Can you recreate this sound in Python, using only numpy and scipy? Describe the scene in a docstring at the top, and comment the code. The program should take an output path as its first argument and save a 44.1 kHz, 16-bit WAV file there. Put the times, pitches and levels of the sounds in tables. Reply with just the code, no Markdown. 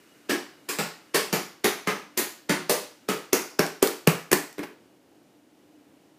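"""A baby slaps the plastic tray of a high chair in a tiled kitchen, about four times a second.
Each impact cracks, clacks and thuds, and excites the hollow tray, its rim and the low modes of the
room; loose parts tick after the late blows. A phone is carried up close, so the direct sound gains on
the reverberation. A pot, left behind on the stove, hisses and whistles over a low room hum."""
import sys
import numpy as np
from scipy import signal
from scipy.fft import rfft, irfft, next_fast_len
from scipy.io import wavfile
from scipy.ndimage import uniform_filter1d

SR = 44100
rng = np.random.default_rng(int(sys.argv[2]) if len(sys.argv) > 2 else 0)


def wav_record(signal):
    """Record a signal, one row per channel, as 16-bit PCM in the file named by sys.argv[1]."""
    frames = np.transpose(np.atleast_2d(signal))
    bounded = np.clip(frames, -1, 1)
    # unit amplitude maps onto the largest positive 16-bit level
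    quanta = np.round(bounded * 32767).astype(np.int16)
    wavfile.write(sys.argv[1], SR, quanta)


N = 272934

# palm impacts: (time [s], force [dB], contact time [ms], skin snap [dB], arm weight [dB],
# hollowness of the spot [dB], its ring centre [Hz])
PALM_SLAPS = [(0.292, -29.5, 9.5, -3.5, -14, 2, 350), (0.687, -37.5, 6.7, 3.5, -16.5, -2, 370),
              (0.786, -33.5, 2.3, -0.5, -2.5, -2, 473), (1.142, -27.5, 10, .5, -13, 0.5, 430),
              (1.327, -31, 3.6, 0, -1.5, -.5, 417), (1.642, -27, 4.5, -1, -9.5, 1, 396),
              (1.871, -29.5, 6.7, -8, -5.5, -3, 440), (2.173, -33, 7.5, 5.5, -14, 0.5, 350),
              (2.493, -28, 5.6, -4.5, -2.5, -0.5, 368), (2.694, -30, 5.9, 3.5, -10, 4, 490),
              (3.086, -31, 5.3, -4, -4.5, 1, 430), (3.329, -28.5, 5, 3.5, -12, 2.5, 370),
              (3.592, -26.5, 1.95, -4, -4, 0, 412), (3.825, -27, 5.3, 1, -13.5, 3.5, 399),
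              (4.073, -25.5, 2.3, -3, 4.5, -1, 459), (4.316, -32, 1.1, 3, -7.5, -2, 345),
              (4.327, -26, 6.1, 0, -9, 0, 387), (4.581, -49, 3.4, -9, -11, 3, 380),
              (4.591, -42, 2.6, -13, -3.5, 3.5, 343), (4.628, -44, 13.7, -10, -4, -2, 392)]
# knocks of the loose tray: (time [s], level [dB])
TRAY_TICKS = [(3.665, -45), (3.873, -36.5), (4.374, -48), (4.424, -59), (4.528, -61)]
# low thud of the slap and the room's ringing low notes: (frequency [Hz], relative level [dB], t60 [s])
LOW_MODES = [(140, -12, 0.053), (165.5, -1, 0.34), (195.7, -4, 0.2), (217, 0, 0.047), (251, -6.5, 0.22)]
# modes of the hollow tray and thin rim: (frequency [Hz], relative level [dB], t60 [s])
TRAY_MODES = [(299.4, 4.5, 0.19), (364.8, -0.5, 0.15), (406, -2, .13), (439, -2.5, .15), (485, -5, 0.11),
              (530, -4, .07), (591, 6, 0.084), (674, -1, 0.045), (780, 2.5, .09)]
RIM_MODES = [(1468, 3.5, 0.44), (2880, -13.5, 0.42), (4390, 1, .3), (4960, -13, .35), (5200, -4, 0.26),
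             (6160, 0.5, .3)]
# spectra of the plastic, skin, room hum and pot: (frequency [Hz], relative level [dB])
CLACK_SPECTRUM = [(90, -59), (300, -36), (560, -5), (760, 0.5), (950, 0.5), (1400, -0.5), (2100, 0),
                  (2800, -7), (3500, -13.5), (6000, -22)]
CRACK_SPECTRUM = [(150, -54.5), (1200, -19), (2600, 0.5), (3500, -1.5), (4800, 1.5), (7000, 0), (10000, -2),
                  (15000, -3.5)]
HUM_SPECTRUM = [(25, -40.5), (60, -23.5), (130, -16), (230, -12), (300, -2), (380, -13), (560, -15),
                (800, -19), (1200, -27.5), (2500, -31.5), (2850, -30.5), (3300, -32.5), (15000, -41.5)]
HISS_SPECTRUM = [(80, -23), (180, -7.5), (420, -2), (800, -18), (1300, -5.5), (2500, -8.5), (2950, -12),
                 (3400, -13.5), (7000, -15.5), (15000, -21)]
# reverberation of the kitchen: (frequency [Hz], t60 [s])
KITCHEN_DECAY = [(100, 0.21), (260, 0.26), (700, 0.53), (1800, 0.47), (4800, 0.51), (9000, 0.36),
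                 (15000, 0.21)]
# path of the phone from stove to chair: (time [s], distance to the tray [m])
PHONE_PATH = [(0, 3.3), (1.1, 2.8), (1.4, 2.1), (3.05, 2.28), (3.35, 1.05), (4.1, 0.64), (6.19, .6)]

AGE = np.arange(int(.6 * SR)) / SR  # time since an impact [s]
CRITICAL_DISTANCE_M = 1.04  # direct and reverberant sound are equally loud here
USUAL_THUD_HZ, USUAL_THUD_DB, THUD_OCTAVES_PER_DB = 196.3, -36, .014
USUAL_POCKET_HZ, USUAL_RING_HZ, POCKET_SCATTER_OCTAVES = 1440, 398, .14


def slap(direct_db, force_db, contact_ms, snap_db, weight_db, hollow_db, ring_hz):
    """Impact excitation: one force drives every part; a hollow spot rings more and clacks less."""
    contact_s = contact_ms / 1000
    ring_db = force_db + 1.8 + .23 * direct_db + hollow_db
    clack_db = force_db - .9 - .08 * direct_db - .45 * hollow_db
    crack_db = force_db + .1 + snap_db
    tilt_db = 1 + .53 * snap_db + .34 * direct_db  # snappier or nearer is brighter
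    pocket_hz = USUAL_POCKET_HZ * (USUAL_RING_HZ / ring_hz) ** 1.3
    pocket_hz *= 2 ** (POCKET_SCATTER_OCTAVES * rng.standard_normal())
    thud = low_thud(direct_db, force_db + weight_db)
    body = tray_ring(direct_db, ring_db, ring_hz)
    clack = plastic_clack(direct_db, clack_db, contact_s, pocket_hz)
    crack = skin_crack(direct_db, crack_db, contact_s, tilt_db)
    rim = level(modal_ring(RIM_MODES, kick=.3, kick_t60=.04), crack_db - 18.1)
    # the whole tray dips once and shoves air, felt only close by
    shove = level(AGE * np.exp(-AGE / .0084), ring_db - 13.3 + .97 * direct_db)
    lag = int(contact_s * SR / 4)  # the hand's weight arrives just after the skin
    return clack + crack + np.pad(thud + body + rim + shove, (lag, 0))[:len(AGE)]


def skin_crack(direct_db, db, contact_s, tilt_db):
    """Brief contact radiates treble; each hand landing leaves its own broad peaks and dips."""
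    burst = kitchen(contact(.96 * contact_s, -15.5, .13), direct_db + .5, tonal=.5)
    crack = colour(burst, CRACK_SPECTRUM, tilt_db)
    hand_spectrum = np.column_stack([np.geomspace(2000, 16000, 16), 1.64 * rng.standard_normal(16)])
    return level(colour(crack, hand_spectrum), db)


def plastic_clack(direct_db, db, contact_s, pocket_hz):
    """Cavity resonance: air trapped under the palm adds a pitched pop to the plastic's noise."""
    burst = kitchen(contact(contact_s, -2.5, .15), direct_db - .5, tonal=.75)
    clack = colour(burst, CLACK_SPECTRUM)
    pop = .38 * band(clack, pocket_hz / 1.12, pocket_hz * 1.12)
    return level(clack + pop, db)


def tray_ring(direct_db, db, hz):
    """Modal excitation: the struck spot selects which modes of the hollow tray ring most."""
    modes = level(modal_ring(TRAY_MODES, kick=1, kick_t60=.013, centre_hz=hz, octaves=.32), 0)
    patch = level(flex(hz, t60=.046), -7.5)
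    body = band(modes + patch, hz / 1.515, hz * 1.88)
    return level(room_boom(body, direct_db + 1.5), db)


def low_thud(direct_db, drive_db):
    """Room modes: the slap thuds and sets the room's low notes ringing; heavier blows sound lower."""
    hz = USUAL_THUD_HZ * 2 ** (THUD_OCTAVES_PER_DB * (USUAL_THUD_DB - drive_db))
    modes = level(modal_ring(LOW_MODES, kick=1, kick_t60=.054, centre_hz=hz, octaves=.51), 0)
    patch = level(flex(hz, t60=.1), -2)
    thud = band(modes + patch, hz / 1.32, hz * 1.44)
    return level(room_boom(thud, direct_db + 7.5), drive_db - .2)


def modal_ring(modes, kick, kick_t60, centre_hz=0, octaves=.45):
    """Superposition of damped modes starting in phase; the first wide swings (kick) die quickly."""
    hz, db, t60 = np.transpose(modes)
    level_scatter, pitch_scatter = rng.standard_normal((len(hz), 2)).T
    gain = undb(db + 2 * level_scatter)
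    if centre_hz:
        gain = gain / (1 + (np.log2(hz / centre_hz) / octaves) ** 2)
    hz = hz * (1 + .009 * pitch_scatter)
    return sum(g * np.sin(2 * np.pi * f * AGE) * (fade(t) + kick * fade(kick_t60))
               for g, f, t in zip(gain, hz, t60))


def flex(hz, t60):
    """Damped oscillator: the patch under the hand swings briefly at its own pitch."""
    return np.sin(2 * np.pi * hz * AGE) * fade(t60)


def contact(seconds, rattle_db, rattle_t60):
    """Contact noise: many tiny collisions swell into a burst; dense upper modes ring on briefly."""
    rise = AGE / (seconds / 2)
    swell = rise ** 2 * np.exp(2 * (1 - rise))
    rattle = undb(rattle_db) * fade(rattle_t60) * np.minimum(rise, 1)
    return rng.standard_normal(len(AGE)) * (swell + rattle)


def fingertips(direct_db, db):
    """Soft impact: the fingertips land with a band-limited burst just ahead of the palm."""
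    burst = kitchen(contact(.0086, -21, .05), direct_db)
    return level(band(burst, 310, 3500), db)


def tick(direct_db, db):
    """Short impact, broad spectrum: the tray knocks against its catch."""
    burst = kitchen(contact(.00083, -31, .03), direct_db + 1)
    return level(colour(burst, CRACK_SPECTRUM, tilt_db=-2.5), db)


def kitchen(burst, direct_db, tonal=.59, sparse_s=.0069):
    """Reverberation: direct sound, then a diffuse tail and standing waves (energy share: tonal)."""
    noise = rng.standard_normal(len(AGE))
    spikiness = 1 + .5 * np.exp(-AGE / sparse_s)  # early echoes are sparse
    spectrum = rfft(np.sign(noise) * np.abs(noise) ** spikiness)
    hz = np.arange(len(spectrum)) * SR / len(AGE)
    centres, t60s = np.transpose(KITCHEN_DECAY)
    diffuse = 0
    for share, t60 in zip(np.eye(len(centres)), t60s):
        energy = np.abs(convolve(burst ** 2, echo_envelope(t60) ** 2))
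        band_noise = irfft(spectrum * np.interp(hz, centres, share), len(AGE))
        diffuse = diffuse + band_noise * np.sqrt(energy)
    standing = convolve(burst, echo_envelope(np.mean(t60s)) * rng.standard_normal(len(AGE)))
    return undb(direct_db) * burst + np.sqrt(1 - tonal) * diffuse + np.sqrt(tonal) * standing


def room_boom(notes, direct_db, t60=.33):
    """Interference: low notes beat against their own echoes."""
    echoes = convolve(notes, echo_envelope(t60) * rng.standard_normal(len(AGE)))
    return undb(direct_db) * notes + echoes


def echo_envelope(t60, build_s=.0024, first_s=.00067):
    """Reflections build up, then decay exponentially; the envelope has unit energy."""
    shape = fade(t60) * (1 - np.exp(-np.maximum(AGE - first_s, 0) / build_s))
    return shape / np.sqrt(np.sum(shape ** 2))


def direct_ratio_db(t):
    """Inverse-square law: direct sound gains 6 dB on the reverberation as the distance halves."""
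    return 20 * np.log10(CRITICAL_DISTANCE_M / distance(t))


def distance(t):
    """Path length from tray to phone in metres."""
    return np.interp(t, *np.transpose(PHONE_PATH))


def pot(walked_m, whistle_hz=2900):
    """Attenuation with distance: the hiss and the breathy steam whistle under the lid recede."""
    hiss = steady_noise(HISS_SPECTRUM, -60 - 4.5 * walked_m, flicker_db=.7)
    pitch = whistle_hz * (1 + .008 * wander(1.6))
    phase = 2 * np.pi * np.cumsum(pitch) / SR
    whistle = undb(-65.5 - 5 * walked_m) * wander(170) * np.sin(phase)
    return hiss + whistle


def steady_noise(spectrum, db, flicker_db):
    """Amplitude modulation: coloured noise wavers slightly in level."""
    noise = level(colour(rng.standard_normal(N), spectrum), 0, size=N)
    return noise * undb(db + flicker_db * wander(6.5))


def wander(rate_hz):
    """Smoothed random drift with a spread near 1."""
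    step = int(SR / rate_hz)
    return uniform_filter1d(np.repeat(rng.standard_normal(N // step + 1), step), step)[:N]


def colour(x, spectrum, tilt_db=0):
    """Minimum-phase filter with the given spectrum, plus tilt_db per octave above 3 kHz."""
    n = next_fast_len(len(x) + SR // 10) // 2 * 2
    hz = np.arange(n // 2 + 1) * SR / n
    point_hz, point_db = np.transpose(spectrum)
    db = np.interp(np.log(hz + 1), np.log(point_hz), point_db)
    db += tilt_db * np.log2(np.maximum(hz, 3000))
    cepstrum = irfft(np.log(undb(db)))
    cepstrum[1:n // 2] *= 2  # folding makes the response causal
    cepstrum[n // 2 + 1:] = 0
    return irfft(rfft(x, n) * np.exp(rfft(cepstrum)))[:len(x)]


def band(x, lo_hz, hi_hz):
    """Gentle band-pass filter."""
    return signal.sosfilt(signal.butter(2, [lo_hz, hi_hz], "band", fs=SR, output="sos"), x)


def convolve(x, response):
    """Convolution of a blow with an impulse response."""
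    return signal.fftconvolve(x, response)[:len(AGE)]


def fade(t60):
    """Exponential decay, 60 dB in t60 seconds."""
    return np.exp(-np.log(1000) * AGE / t60)


def level(x, db, size=SR // 10):
    """Scale so that the first samples have this rms level."""
    return x * undb(db) / np.sqrt(np.mean(x[:size] ** 2))


def undb(db):
    """Decibels to amplitude ratio."""
    return 10 ** (np.asarray(db) / 20)


def add(track, start_s, x):
    """Superpose a sound on the track."""
    i = int(start_s * SR)
    track[i:i + len(x)] += x[:N - i]


def scene():
    """Superposition: slaps and ticks over the pot and the room hum."""
    walked_m = distance(0) - distance(np.arange(N) / SR)
    out = pot(walked_m) + steady_noise(HUM_SPECTRUM, -58.5, flicker_db=1.2)
    for t, force_db, *hand in PALM_SLAPS:
        add(out, t - .005, fingertips(direct_ratio_db(t), force_db - 15))
        add(out, t, slap(direct_ratio_db(t), force_db, *hand))
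    for t, db in TRAY_TICKS:
        add(out, t, tick(direct_ratio_db(t), db))
    return out[None]


def record(dry):
    """Band limiting and clipping: the phone thins the bass, clips the highest peaks and cuts the top."""
    thin = signal.sosfilt(signal.butter(2, 80, "high", fs=SR, output="sos"), dry)
    clipped = np.clip(thin, -.8, .8)
    return signal.sosfilt(signal.ellip(10, .2, 70, 15250, fs=SR, output="sos"), clipped)


dry = scene()
out = record(dry)
wav_record(out)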